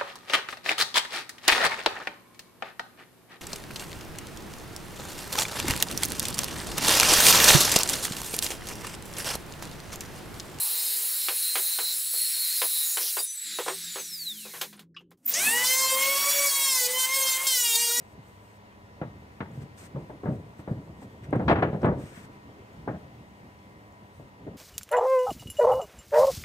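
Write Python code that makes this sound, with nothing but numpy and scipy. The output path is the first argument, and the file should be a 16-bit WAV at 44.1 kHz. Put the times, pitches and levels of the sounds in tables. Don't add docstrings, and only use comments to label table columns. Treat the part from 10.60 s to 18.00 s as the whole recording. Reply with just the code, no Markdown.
import sys
import numpy as np
from scipy import signal
from scipy.fft import rfft, irfft
from scipy.io import wavfile
from scipy.ndimage import uniform_filter1d

SR = 44100
rng = np.random.default_rng(int(sys.argv[2]) if len(sys.argv) > 2 else 0)


def linear_from_db(decibels):
    return 10 ** (np.asarray(decibels, float) / 20)


def wav_out(sig):
    wavfile.write(sys.argv[1], SR, np.round(np.clip(np.atleast_2d(sig).T, -1, 1) * 32767).astype(np.int16))


N = 326340
T = np.arange(N) / SR
LAND_S = 6.868
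FREE_FROM_S = 5.0


def curves(table, fade=0.004):
    s, *columns = np.transpose(table)
    gate = np.interp(T, [s[0] - fade, s[0], s[-1], s[-1] + fade], [0, 1, 1, 0])
    return [np.interp(T, s, c) for c in columns] + [gate]


def hold(start, length, edge):
    return np.clip(np.minimum(T - start + edge, start + length + edge - T) / edge, 0, 1)


def ramp(start, length):
    return np.clip((T - start) / length, 0, 1)


def unit(x):
    return x / np.sqrt(np.mean(x ** 2))


def at(points, hz):
    f, db = np.transpose(points)
    return np.interp(np.log(hz + 1), np.log(f), db, left=-90, right=-90)


def walk(rate):
    k = int(SR / rate)
    steps = np.repeat(rng.standard_normal(N // k + 1), k)
    return 2.43 * uniform_filter1d(uniform_filter1d(steps, k), k)[:N]


def jumps(rate, soft):
    which = np.cumsum(rng.random(N) < rate / SR)
    return uniform_filter1d(rng.standard_normal(N // 100)[which], int(soft * SR))


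def hiss(points, patchy_db, rate):
    hz = np.arange(N // 2 + 1) * SR / N
    spec = rfft(rng.standard_normal(N)) * linear_from_db(at(points, hz))
    place = 2 * np.log2(hz + 1)
    first, last = int(2 * np.log2(points[0][0])), int(2 * np.log2(points[-1][0])) + 1
    total = np.zeros(N)
    for b in range(first, last + 1):
        band = irfft(spec * np.clip(1 - abs(place - b), 0, 1), N)
        total += band * linear_from_db(patchy_db * walk(rate))
    return unit(total)


def ring(x, hz, width):
    return signal.lfilter(*signal.iirpeak(hz, hz / width, SR), x)


def tone(turns, hz, order, db, wobble=0.):
    audible = order * hz < 16500
    return np.sqrt(2) * linear_from_db(db) * audible * np.sin(2 * np.pi * order * turns + wobble)


def song(order):
    # start_s, length_s, loudest blade order, level_db
    songs = [(0.02, 0.34, 24, -50), (0.64, 0.15, 24.2, -48), (0.83, 0.1, 23.5, -38.5),
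             (1.025, 0.3, 23.5, -40), (1.474, 0.09, 23.8, -48), (1.562, 0.11, 24, -39),
             (1.75, 0.087, 24.5, -36), (1.85, .04, 23.4, -41), (1.91, 0.045, 24.5, -39),
             (1.963, 0.031, 23.6, -46), (2.07, 0.042, 23, -46.5), (2.132, 0.12, 24, -37)]
    total = linear_from_db(-54)
    for s, d, k, db in songs:
        total = total + hold(s, d, edge=.025) * linear_from_db(db - 9 * (order - k) ** 2)
    return 20 * np.log10(total)


def howls(turns, hz):
    # start_s, length_s, first_hz, last_hz, level_db
    kerf = [
        (1.4, .35, 7850, 8050, -43),
        (2.255, .085, 6950, 6750, -39),
        (2.435, .045, 9900, 11500, -43),
    ]
    path = []
    for s, d, first_hz, last_hz, _ in kerf:
        path += [(s, first_hz), (s + d, last_hz)]
    centre_hz = np.interp(T, *np.transpose(path))
    howling = sum(hold(s, d, edge=.03) * linear_from_db(db) for s, d, _, _, db in kerf)
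    howl = 0
    for k in range(36, 72):
        off_db = -6 * ((k * hz - centre_hz) / 180) ** 2
        howl = howl + tone(turns, hz, k, off_db, 0.77 * walk(40))
    return howling * howl


def saw():
    # time_s, turns_hz
    saw_speed = [(0.1, 173.8), (.72, 176.5), (.92, 173.5), (1.18, 175.3), (1.38, 174.5), (1.44, 178.5),
                 (1.53, 180.4), (1.59, 178.8), (1.72, 178.5), (1.74, 174.5), (1.77, 172.8), (1.82, 173.8),
                 (1.88, 171.8), (1.91, 173.3), (2.03, 169.5), (2.12, 168.3), (2.25, 161.5), (2.64, 172.4)]
    # time_s, level_db
    cutting = [
        (0.0, -27.5),
        (0.03, -27.5),
        (1.32, -28),
        (1.49, -31.5),
        (1.58, -28),
        (2.22, -27),
        (2.61, -30.5),
        (2.67, -41),
    ]
    # pitch_hz, density_db (per Hz)
    chip_colour = [(530, -48), (900, -25.5), (1790, -12), (3400, -11.5), (4150, -0.5), (4700, -9),
                   (6300, -10.5), (8500, -2.5), (10400, -4), (13000, -1.5), (16000, -0.5)]
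    # pitch_hz, level_db
    damped_modes = [(3780, -10), (4790, -14), (5100, -8), (5570, -9), (6600, -11), (7400, -7), (8750, -1),
                    (10250, 3), (10520, 4), (11480, -4), (11950, -1), (12600, -8), (13600, -2), (14850, -3)]
    hz, _ = curves(saw_speed)
    hiss_db, gate = curves(cutting)
    turns = np.cumsum(hz) / SR
    runout = 1 + 0.034 * np.cos(2 * np.pi * turns)
    through = 0.89 * ramp(2.28, 0.073)
    chips = runout * hiss(chip_colour, patchy_db=.8, rate=20)
    chips = chips - through * ring(chips, 3460, 710)
    modes = 0
    for f, db in damped_modes:
        modes = modes + linear_from_db(db + 1.4 * walk(12)) * unit(ring(rng.standard_normal(N), f, f / 160))
    teeth = 0
    for k in range(22, 26):
        teeth = teeth + tone(turns, hz, k, song(k) + 1.4 * walk(25), .35 * walk(40))
    teeth = (1 - through) * teeth
    torn = hiss([(2000, -18), (3200, 3.0), (5600, 4.0), (6500, -1), (8000, -20)], patchy_db=1.5, rate=30)
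    rasp = hold(2.43, 0.064, edge=0.037) * linear_from_db(-34) * torn
    chirp = hold(2.59, 0.017, edge=0.0065) * tone(T, 1, 4800, -33.5)
    cut = linear_from_db(hiss_db) * linear_from_db(-3) * (chips + runout * unit(modes))
    return rasp + chirp + gate * (cut + teeth) + howls(turns, hz)


def yard():
    # time_s, drone_hz, drone_db, second_db
    engine_drone = [
        (2.88, 170, -74, -89),
        (3.07, 157.7, -66, -73),
        (3.218, 173, -61, -75),
        (4.172, 162.2, -65.5, -71),
        (4.55, 177, -72, -82),
    ]
    # start_s, end_s, pitch_hz, level_db
    engine_throbs = [
        (0.12, 0.456, 428, -62),
        (2.829, 2.981, 204, -64),
        (3.688, 3.919, 211, -55),
        (4.042, 4.24, 205, -55.5),
    ]
    # time_s, level_db
    low_air = [(0.0, -57.5), (0.15, -55), (0.6, -59), (1.16, -63), (1.35, -58), (1.45, -80.5), (2.47, -57),
               (2.89, -103), (3.14, -69.5), (4.01, -86), (4.42, -99), (4.7, -86)]
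    # pitch_hz, density_db (per Hz)
    low_colour = [(24, -50), (40, -37), (161, -14), (301, -11), (413, -5.5), (604, -7.5), (830, -3),
                  (1230, -7.5), (1500, -14), (1950, -48), (3300, -120)]
    hz, drone_db, second_db, gate = curves(engine_drone, fade=0.042)
    turns = np.cumsum(hz) / SR
    engine = tone(turns, hz, 1.0, drone_db + 2 * walk(23.08), 0.69 * walk(18))
    engine = engine + tone(turns, hz, 1.6, second_db, 1.0 * walk(2.2))
    rumble = linear_from_db(-63.5) * hiss([(40, -16), (120, -3), (350, 2), (600, -21)], patchy_db=1.5, rate=8)
    throbs = 0
    for a, b, f, db in engine_throbs:
        heard = np.interp(T, [a, a + 0.035, b - .04, b], [0, 1, 1, 0])
        throbs = throbs + heard * tone(T, 1, f, db + walk(30))
    lows_db, open_ = curves(low_air)
    lows = open_ * linear_from_db(lows_db) * hiss(low_colour, patchy_db=2.4, rate=12)
    return gate * (engine + rumble) + throbs + lows


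def knocks():
    # start_s, peak_db, pitch_hz, crack_db, decay_s
    blows = [(0.101, -43, 428, -13, 0.17), (0.685, -19, 1350, -7.5, 0.2), (0.955, -20.5, 1560, -7.5, 0.3),
             (1.187, -23, 1100, -10, 0.24), (1.375, -58, 400, -35, .15), (1.539, -37.5, 600, -29, 0.2),
             (1.766, -49, 650, -30, 0.17), (1.875, -55, 400, -34, 0.11), (2.018, -20, 1080, -8, 0.23),
             (2.249, -55, 400, -42, .12), (2.371, -23, 2020, -9, 0.24), (2.412, -39, 374, -3, 0.84),
             (2.569, -23, 807, -12, 0.24), (2.9872, -17.5, 675, -38, 0.2), (3.063, -23.5, 466, -32, 0.16),
             (3.081, -15, 990, -28, 0.1), (3.1, -23.5, 393, -28, 0.19), (3.358, -25, 466, -17, 0.34),
             (3.852, -36, 510, -23, 0.43), (3.937, -35, 1010, -11.5, 0.97), (4.013, -24.5, 2100, -4, 0.26),
             (4.128, -44, 1340, -6.5, 0.25), (4.176, -50, 2330, -9, 0.23), (4.193, -44, 1800, -4, 0.23),
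             (4.407, -50, 404, -40, 0.07), (4.507, -64.5, 308, 1.5, 0.21), (4.515, -45, 936, -20, 0.088)]
    # pitch_hz, width_hz, level_db
    wood_modes = [(391.6, 4.3, 17), (501, 94, 14.5), (660, 140, 7.5), (785, 120, 7), (994, 140, 9),
                  (1350, 410, 1), (1720, 220, -14.5), (2100, 370, -5.5), (3000, 390, 2)]
    # pitch_hz, density_db (per Hz)
    crack_colour = [(880, -37), (1500, -11), (3960, -1.5), (5830, -8), (6430, -3), (8490, -3.5), (14900, 1),
                    (16000, -5)]
    rattle_s = 0.0043
    out, t = np.zeros(N + SR), T[:SR // 2]
    hz = np.arange(len(t) // 2 + 1) * 2.
    for s, db, pitch_hz, crack_db, t60 in blows:
        fall = linear_from_db(-60 * np.maximum(t - rattle_s, 0) / max(t60, .02)) * np.minimum(t / 0.00015, 1)
        blow = fall * np.minimum(t / 0.00089, 1) * rng.standard_normal(len(t))
        blow[:20] -= 1.82 * np.hanning(20)
        wood = 0
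        for f, w, g in wood_modes:
            octaves = np.log2(f / pitch_hz)
            tilt_db = g - 4.8 * abs(octaves) - 2.5 * max(octaves, 0)
            dry_out = linear_from_db(-69.5 * t * f / 1000)
            wood = wood + linear_from_db(tilt_db) * ring(blow * dry_out, f, w)
        colour = linear_from_db(at(crack_colour, hz) + 2.0 * crack_db * np.log2(1 + hz / 3000))
        snap = unit(irfft(rfft(rng.standard_normal(len(t))) * colour))
        crack = linear_from_db(-130 * t / max(t60, .02)) * snap
        chop_db = -300 * np.maximum(t - .04, 0)
        out[int(s * SR):][:len(t)] += linear_from_db(db + chop_db) * (wood / abs(wood).max() + linear_from_db(crack_db) * crack)
    steep = signal.sosfilt(signal.butter(8, 350, "high", fs=SR, output="sos"), out[:N])
    return steep + linear_from_db(-11.0) * out[:N]


def coast():
    # time_s, mesh_hz
    gear_mesh = [
        (2.62, 13804),
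        (2.72, 12697),
        (3.02, 9821),
        (3.42, 6172),
        (3.72, 3586),
        (3.82, 2815),
        (4.02, 1444),
    ]
    # multiple of the mesh, level_db
    gear_orders = [(1, 2), (1.33, -13), (1.5, -4), (1.75, -13), (2, -4), (2.5, -10), (3, -5), (3.5, -7),
                   (4, -5), (4.5, -9), (5, -6), (6, -7), (7, -9), (8, -9), (9, -10)]
    # pitch_hz, density_db (per Hz)
    wind_colour = [(530, -70.5), (900, -33), (1720, -9), (3110, -10.5), (3300, -7.5), (3960, -1),
                   (4630, -10), (9880, -9), (13400, -10.5), (16000, -16)]
    # pitch_hz, level_db
    free_modes = [(3320, -54), (6050, -48.5), (4522, -49.5), (4850, -49), (5750, -64), (6347, -57),
                  (6970, -39.5), (7381, -44.5), (7780, -36), (8414, -33), (9800, -35), (3750, -45),
                  (10510, -35), (11073, -55)]
    off_s, lifted_s, laid_s, thin_s = 2.6, 2.924, 4.04, 3.4
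    mesh_per_turn = 80
    case_hz, overtone_hz = 3700, 9000

    def guard_db(f):
        return 8 * np.exp(-(np.log2(f / 4320) / 0.25) ** 2)

    hz, turning = curves(gear_mesh, fade=0.03)
    turns = np.cumsum(hz) / SR
    blade_hz, blade_turns = hz / mesh_per_turn, turns / mesh_per_turn
    gate = hold(off_s, laid_s - off_s, edge=0.19) ** 2 * (T > off_s - .04)
    shade_db = -13 * np.clip((lifted_s - T) / 0.28, 0, 1)
    whine_db = -48.5 + shade_db - 60 * np.clip(T - 3.7, 0, .35)
    thinned = ramp(thin_s - .1, .1)
    whine = 0
    for k, db in gear_orders:
        order_db = whine_db + db + guard_db(k * hz) + 2.2 * walk(60)
        if k > 1:
            order_db = order_db + walk(12) + 9 * np.minimum(np.log2(k * hz / overtone_hz), 0)
        whine = whine + tone(turns, hz, k, order_db, .5 * np.sqrt(k) * walk(250))
    for k in rng.choice(np.arange(24, 64), size=22, replace=False):
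        order_db = whine_db - 17.5 + guard_db(k * blade_hz) + 3.2 * walk(16) - 6 * thinned
        order_db = order_db + 40 * np.minimum(np.log2(k * blade_hz / case_hz), 0)
        whine = whine + tone(blade_turns, blade_hz, k, order_db, .4 * walk(250))
    wind_db = -39 + 1.5 * np.log2(hz / 10000) + shade_db
    wind = hiss(wind_colour, patchy_db=1.1, rate=14)
    upper = signal.sosfilt(signal.butter(4, 2920, "high", fs=SR, output="sos"), wind)
    wind = wind - 0.42 * ramp(thin_s, 0.038) * (wind - upper)
    sing = hold(2.87, 0.1, edge=0.02) * tone(blade_turns, blade_hz, 29.9, -45 + 2 * walk(39.86))
    ring_db = -36 - 9.5 * (T - off_s) - 39.5 * np.maximum(T - 3.33, 0)
    blade = 0
    for f, db in free_modes:
        blade = blade + linear_from_db(db + 3.0 * walk(15)) * unit(ring(rng.standard_normal(N), f, 11.5))
    return turning * whine + sing + gate * (linear_from_db(wind_db) * wind + linear_from_db(ring_db) * unit(blade))


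def ticks():
    # start_s, peak_db, pitch_hz, decay_s
    hard_ticks = [(4.165, -50, 9600, 0.055), (4.014, -30, 13400, .16), (4.344, -51, 1650, 0.16),
                  (4.345, -58.5, 4910, .1), (4.364, -34.5, 2890, 0.094), (4.365, -43.5, 1190, 0.1),
                  (4.365, -50, 4930, 0.094), (4.373, -55, 2990, 0.19), (4.39, -65, 12800, 0.09),
                  (4.39, -71, 6400, 0.13), (4.738, -16.5, 6640, 0.094), (4.749, -20.5, 5750, 0.68),
                  (7.05, -23, 5000, 0.2), (5.071, -19, 4840, 0.055)]
    out, t = np.zeros(N), T[:SR // 4]
    for s, db, hz, t60 in hard_ticks:
        noise = rng.standard_normal(len(t))
        burst = linear_from_db(-60 * t / t60) * ring(ring(noise, hz, hz / 6), hz, hz / 6)
        out[int(s * SR):][:len(t)] += linear_from_db(db) * burst / abs(burst).max()
    return out


def panel_drum():
    # time_s, level_db
    drum_level = [(4.58, -70), (4.65, -62), (4.75, -54), (4.9, -44), (5.05, -52), (5.1, -58), (5.85, -56.5),
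                  (5.9, -63), (7.36, -64.5), (7.4, -40)]
    panel_db, drumming = curves(drum_level)
    colour = [(40, -42), (70, -8), (120, -3.0), (250, 11.0), (450, -11.0), (800, -8), (1500, -28)]
    return drumming * linear_from_db(panel_db) * hiss(colour, patchy_db=2.0, rate=16)


def fan_air(load_hz, hz, turns, biting, strain_db):
    # pitch_hz, density_db (per Hz)
    air_colour = [(350, -9.5), (600, -4.5), (812, -4.5), (1110, -1), (1370, -3), (2180, 0), (3580, -1),
                  (13600, 2.5), (16000, -0.5)]
    # time_s, level_db
    waking_air = [
        (4.575, -80),
        (4.62, -82.5),
        (4.65, -59),
        (4.69, -37),
        (4.73, -32),
        (4.742, -54),
    ]
    away_s = 5.86
    air_db = -31 - 1.5 * ramp(away_s, 0.029) - 4 * biting
    air_db = air_db + 19 * np.log2(load_hz / 540) + 4 * np.log2(np.clip(hz / 500, .3, 1))
    air = (1 + 0.35 * np.cos(2 * np.pi * turns)) * hiss(air_colour, patchy_db=1.4, rate=25)
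    lows = signal.sosfilt(signal.butter(1, 1800, fs=SR, output="sos"), air)
    air = air - 0.23 * ramp(away_s, 0.045) * lows
    sparks = (T < FREE_FROM_S + .1) * unit(ring(air, 8400, 2900))
    air = air + linear_from_db(-50 + strain_db - air_db) * sparks
    wake_db, waking = curves(waking_air)
    spinning = ramp(4.737, .004)
    return spinning * linear_from_db(air_db + 3.0) * air + waking * linear_from_db(wake_db) * air


def belt_squeal():
    # time_s, level_db
    belt_slip = [
        (4.655, -36),
        (4.664, -21),
        (4.672, -40),
        (4.68, -24),
        (4.699, -22),
        (4.707, -33),
        (4.74, -39),
    ]
    squeal_db, slipping = curves(belt_slip, fade=.001)
    level = linear_from_db(squeal_db - 1 + 1.2 * walk(370))
    shriek = hiss([(12000, -22), (13500, 7), (15000, 16), (16000, -15)], patchy_db=.6, rate=61)
    return slipping * level * shriek


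def planer_motor(turns, hz, strain_db):
    motor_orders = [(.63, -70), (1.74, -52), (8, -58), (10, -57), (13, -60), (15, -56), (17, -51),
                    (19, -53), (21.5, -52), (23, -53), (39, -51)]
    motor = 0
    for k, db in motor_orders:
        order_db = db - 10 * (T > LAND_S) + 2 * walk(25)
        if k > 5:
            order_db = order_db + strain_db
        if k > 30:
            order_db = order_db - 25 * (hz > 290)
        if k < 30:
            order_db = order_db - 12 * (hz < 270)
        motor = motor + tone(turns, hz, k, order_db, k / 22 * walk(250))
    return ramp(4.68, 0.0096) * motor


def swell(order, rest_db):
    standing_waves = {1: [(4.92, 0.1, -46), (5.09, 0.18, -46), (5.33, 0.23, -38), (5.66, 0.038, -43),
                      (5.745, 0.13, -37), (6.22, 0.16, -43), (6.51, 0.157, -49), (6.75, 0.16, -61),
                      (7.15, 0.24, -48)], 2: [(4.72, 0.063, -43), (4.84, .1, -45), (4.94, .11, -41),
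                      (5.15, 0.087, -37.5), (5.23, 0.36, -38), (5.6, 0.095, -38), (5.8, 0.079, -43),
                      (5.92, 0.245, -42), (6.35, 0.54, -44), (7.05, 0.13, -52), (7.17, 0.21, -49)],
                      4: [(4.8, 0.075, -46), (4.88, 0.15, -31), (5.09, 0.15, -34.5), (5.24, 0.18, -40.5),
                      (5.38, 0.16, -32.5), (5.57, 0.12, -38), (5.74, 0.14, -34), (5.97, 0.27, -41),
                      (6.3, 0.25, -40.5), (6.5, 0.097, -33.5), (6.6, 0.31, -39.5), (6.9, 0.1, -43),
                      (7.18, 0.063, -50), (7.32, .1, -42)], 6: [(4.755, .015, -33), (4.79, 0.257, -33.5),
                      (5.07, 0.069, -39), (5.22, .14, -40), (5.4, 0.053, -36), (5.51, 0.073, -44),
                      (5.64, 0.1, -42.5), (5.82, 0.043, -42.5), (5.93, 0.17, -40), (6.2, 0.08, -49),
                      (6.35, 0.1, -36.5), (6.54, 0.16, -40.5), (6.75, 0.05, -47), (6.87, 0.21, -38),
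                      (7.1, 0.25, -42.5)]}
    levels = [linear_from_db(rest_db) + hold(s, d, edge=.02) * linear_from_db(db) for s, d, db in standing_waves[order]]
    return 20 * np.log10(np.max(levels, axis=0))


def siren(turns, hz):
    # multiple of the knife rate, level_db
    siren_rest = [(1, -54.5), (2, -54), (4, -48.5), (6, -47)]
    tones = sum(tone(turns, hz, k, swell(k, db) + 1.5 * walk(60)) for k, db in siren_rest)
    return ramp(4.7, 0.1) * tones


def bites():
    # start_s, length_s, even_db, odd_below_even_db (small when one knife bites deeper)
    knife_bites = [(5.043, 0.31, -41, -2.5), (5.375, .165, -43.5, -15), (5.552, 0.028, -41, -2),
                   (5.593, 0.091, -40.5, -13), (5.692, 0.033, -39.5, -5), (5.739, 0.13, -39.5, -12),
                   (5.871, 0.11, -39, -6), (5.997, .27, -39, -3.5), (6.305, .03, -44, -11),
                   (6.347, .036, -48, -11), (6.394, 0.061, -41.5, -2), (6.49, .042, -48, -10),
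                   (6.545, 0.031, -40, -5), (6.591, 0.18, -40, -6.5), (6.87, 0.29, -40.5, -0.5),
                   (7.16, .32, -41.5, -2.5)]
    even = linear_from_db(-54.5) * np.clip((T - FREE_FROM_S) / 0.042, .4, 1)
    odd, depth = linear_from_db(-56), 0
    for s, d, db, odd_db in knife_bites:
        biting = hold(s, d, edge=0.01)
        even = even + biting * linear_from_db(db)
        odd = odd + biting * linear_from_db(db + odd_db)
        depth = depth + biting * linear_from_db(odd_db / 2)
    return np.minimum(depth, 1), 20 * np.log10(even), 20 * np.log10(odd)


def knife_strikes(turns, hz, even_db, odd_db):
    # pitch_hz, level_db
    strike_colour = [(1300, -6.5), (2500, -7), (3500, -0.5), (5500, 1), (8500, 1.5), (11500, -4),
                     (14500, -2), (16500, -4)]
    landing = 4 * np.clip(1 - (T - LAND_S) / .025, 0, 1)
    landing_db = np.where(T < LAND_S, -14 * (T > 6.8), landing)
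    strikes = 0
    for k in [3, 5, *range(7, 36)]:
        order_db = (odd_db if k % 2 else even_db) + landing_db + at(strike_colour, k * hz)
        if k == 3:
            order_db = order_db - 5.5 * (T > LAND_S)
        order_db = order_db + 3 * np.clip(jumps(38, .004), -2.5, 1.3) + 1.5 * walk(100)
        strikes = strikes + tone(turns, hz, k, order_db, np.pi / 2 + .45 * walk(18))
    return ramp(4.737, .004) * strikes


def planer():
    # time_s, knife_hz
    load_speed = [(5.21, 538.5), (5.35, 529.5), (5.42, 543), (5.66, 566), (5.85, 567.3), (5.94, 549),
                  (6.04, 549.7), (6.25, 492), (6.39, 515.5), (6.46, 517.4), (6.55, 538), (6.76, 522),
                  (6.87, 539.5), (6.98, 495.7), (7.11, 459.5), (7.23, 472), (7.3, 469), (7.39, 483.6)]
    load_hz, _ = curves(load_speed)
    hz = load_hz * (1 - np.exp(-np.maximum(T - 4.625, 0) / .153))
    turns = np.cumsum(hz) / SR + .0015 * walk(100) + .02 * walk(25)
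    strain_db = 12 * np.exp(-((T - 4.84) / .12) ** 2 / 2)
    biting, even_db, odd_db = bites()
    tool = planer_motor(turns, hz, strain_db) + siren(turns, hz) + knife_strikes(turns, hz, even_db, odd_db)
    return panel_drum() + fan_air(load_hz, hz, turns, biting, strain_db) + belt_squeal() + tool


def scene():
    mono = saw() + yard() + knocks() + coast() + ticks() + planer()
    return np.array([mono, mono])


def roll_off(x):
    return signal.sosfilt(signal.butter(12, 16760, fs=SR, output="sos"), x)


def record(dry):
    split_times = [1.09, 1.135, 1.25, 5.475, 5.545, 5.73, 6.405, 6.59, 6.705, 6.89, 6.935, 7.055, 7.1]
    top_hz = 15650
    side, window = np.zeros(N), np.hanning(2048)
    centres_hz = 5000 + 9800 * rng.random(2 * len(split_times)) ** .6
    for s, hz in zip([*split_times, *split_times], centres_hz):
        band = signal.butter(6, [hz - 900, min(hz + 900, top_hz)], "band", fs=SR, output="sos")
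        burst = unit(signal.sosfilt(band, rng.standard_normal(2048)))
        side[int(s * SR) - 1024:][:2048] += window * burst
    wide = dry + linear_from_db(-37.5) * np.array([side, -side])
    mix = signal.sosfilt(signal.ellip(10, .2, 60, top_hz, fs=SR, output="sos"), wide)
    return roll_off(mix)


dry = scene()
out = record(dry)
wav_out(out)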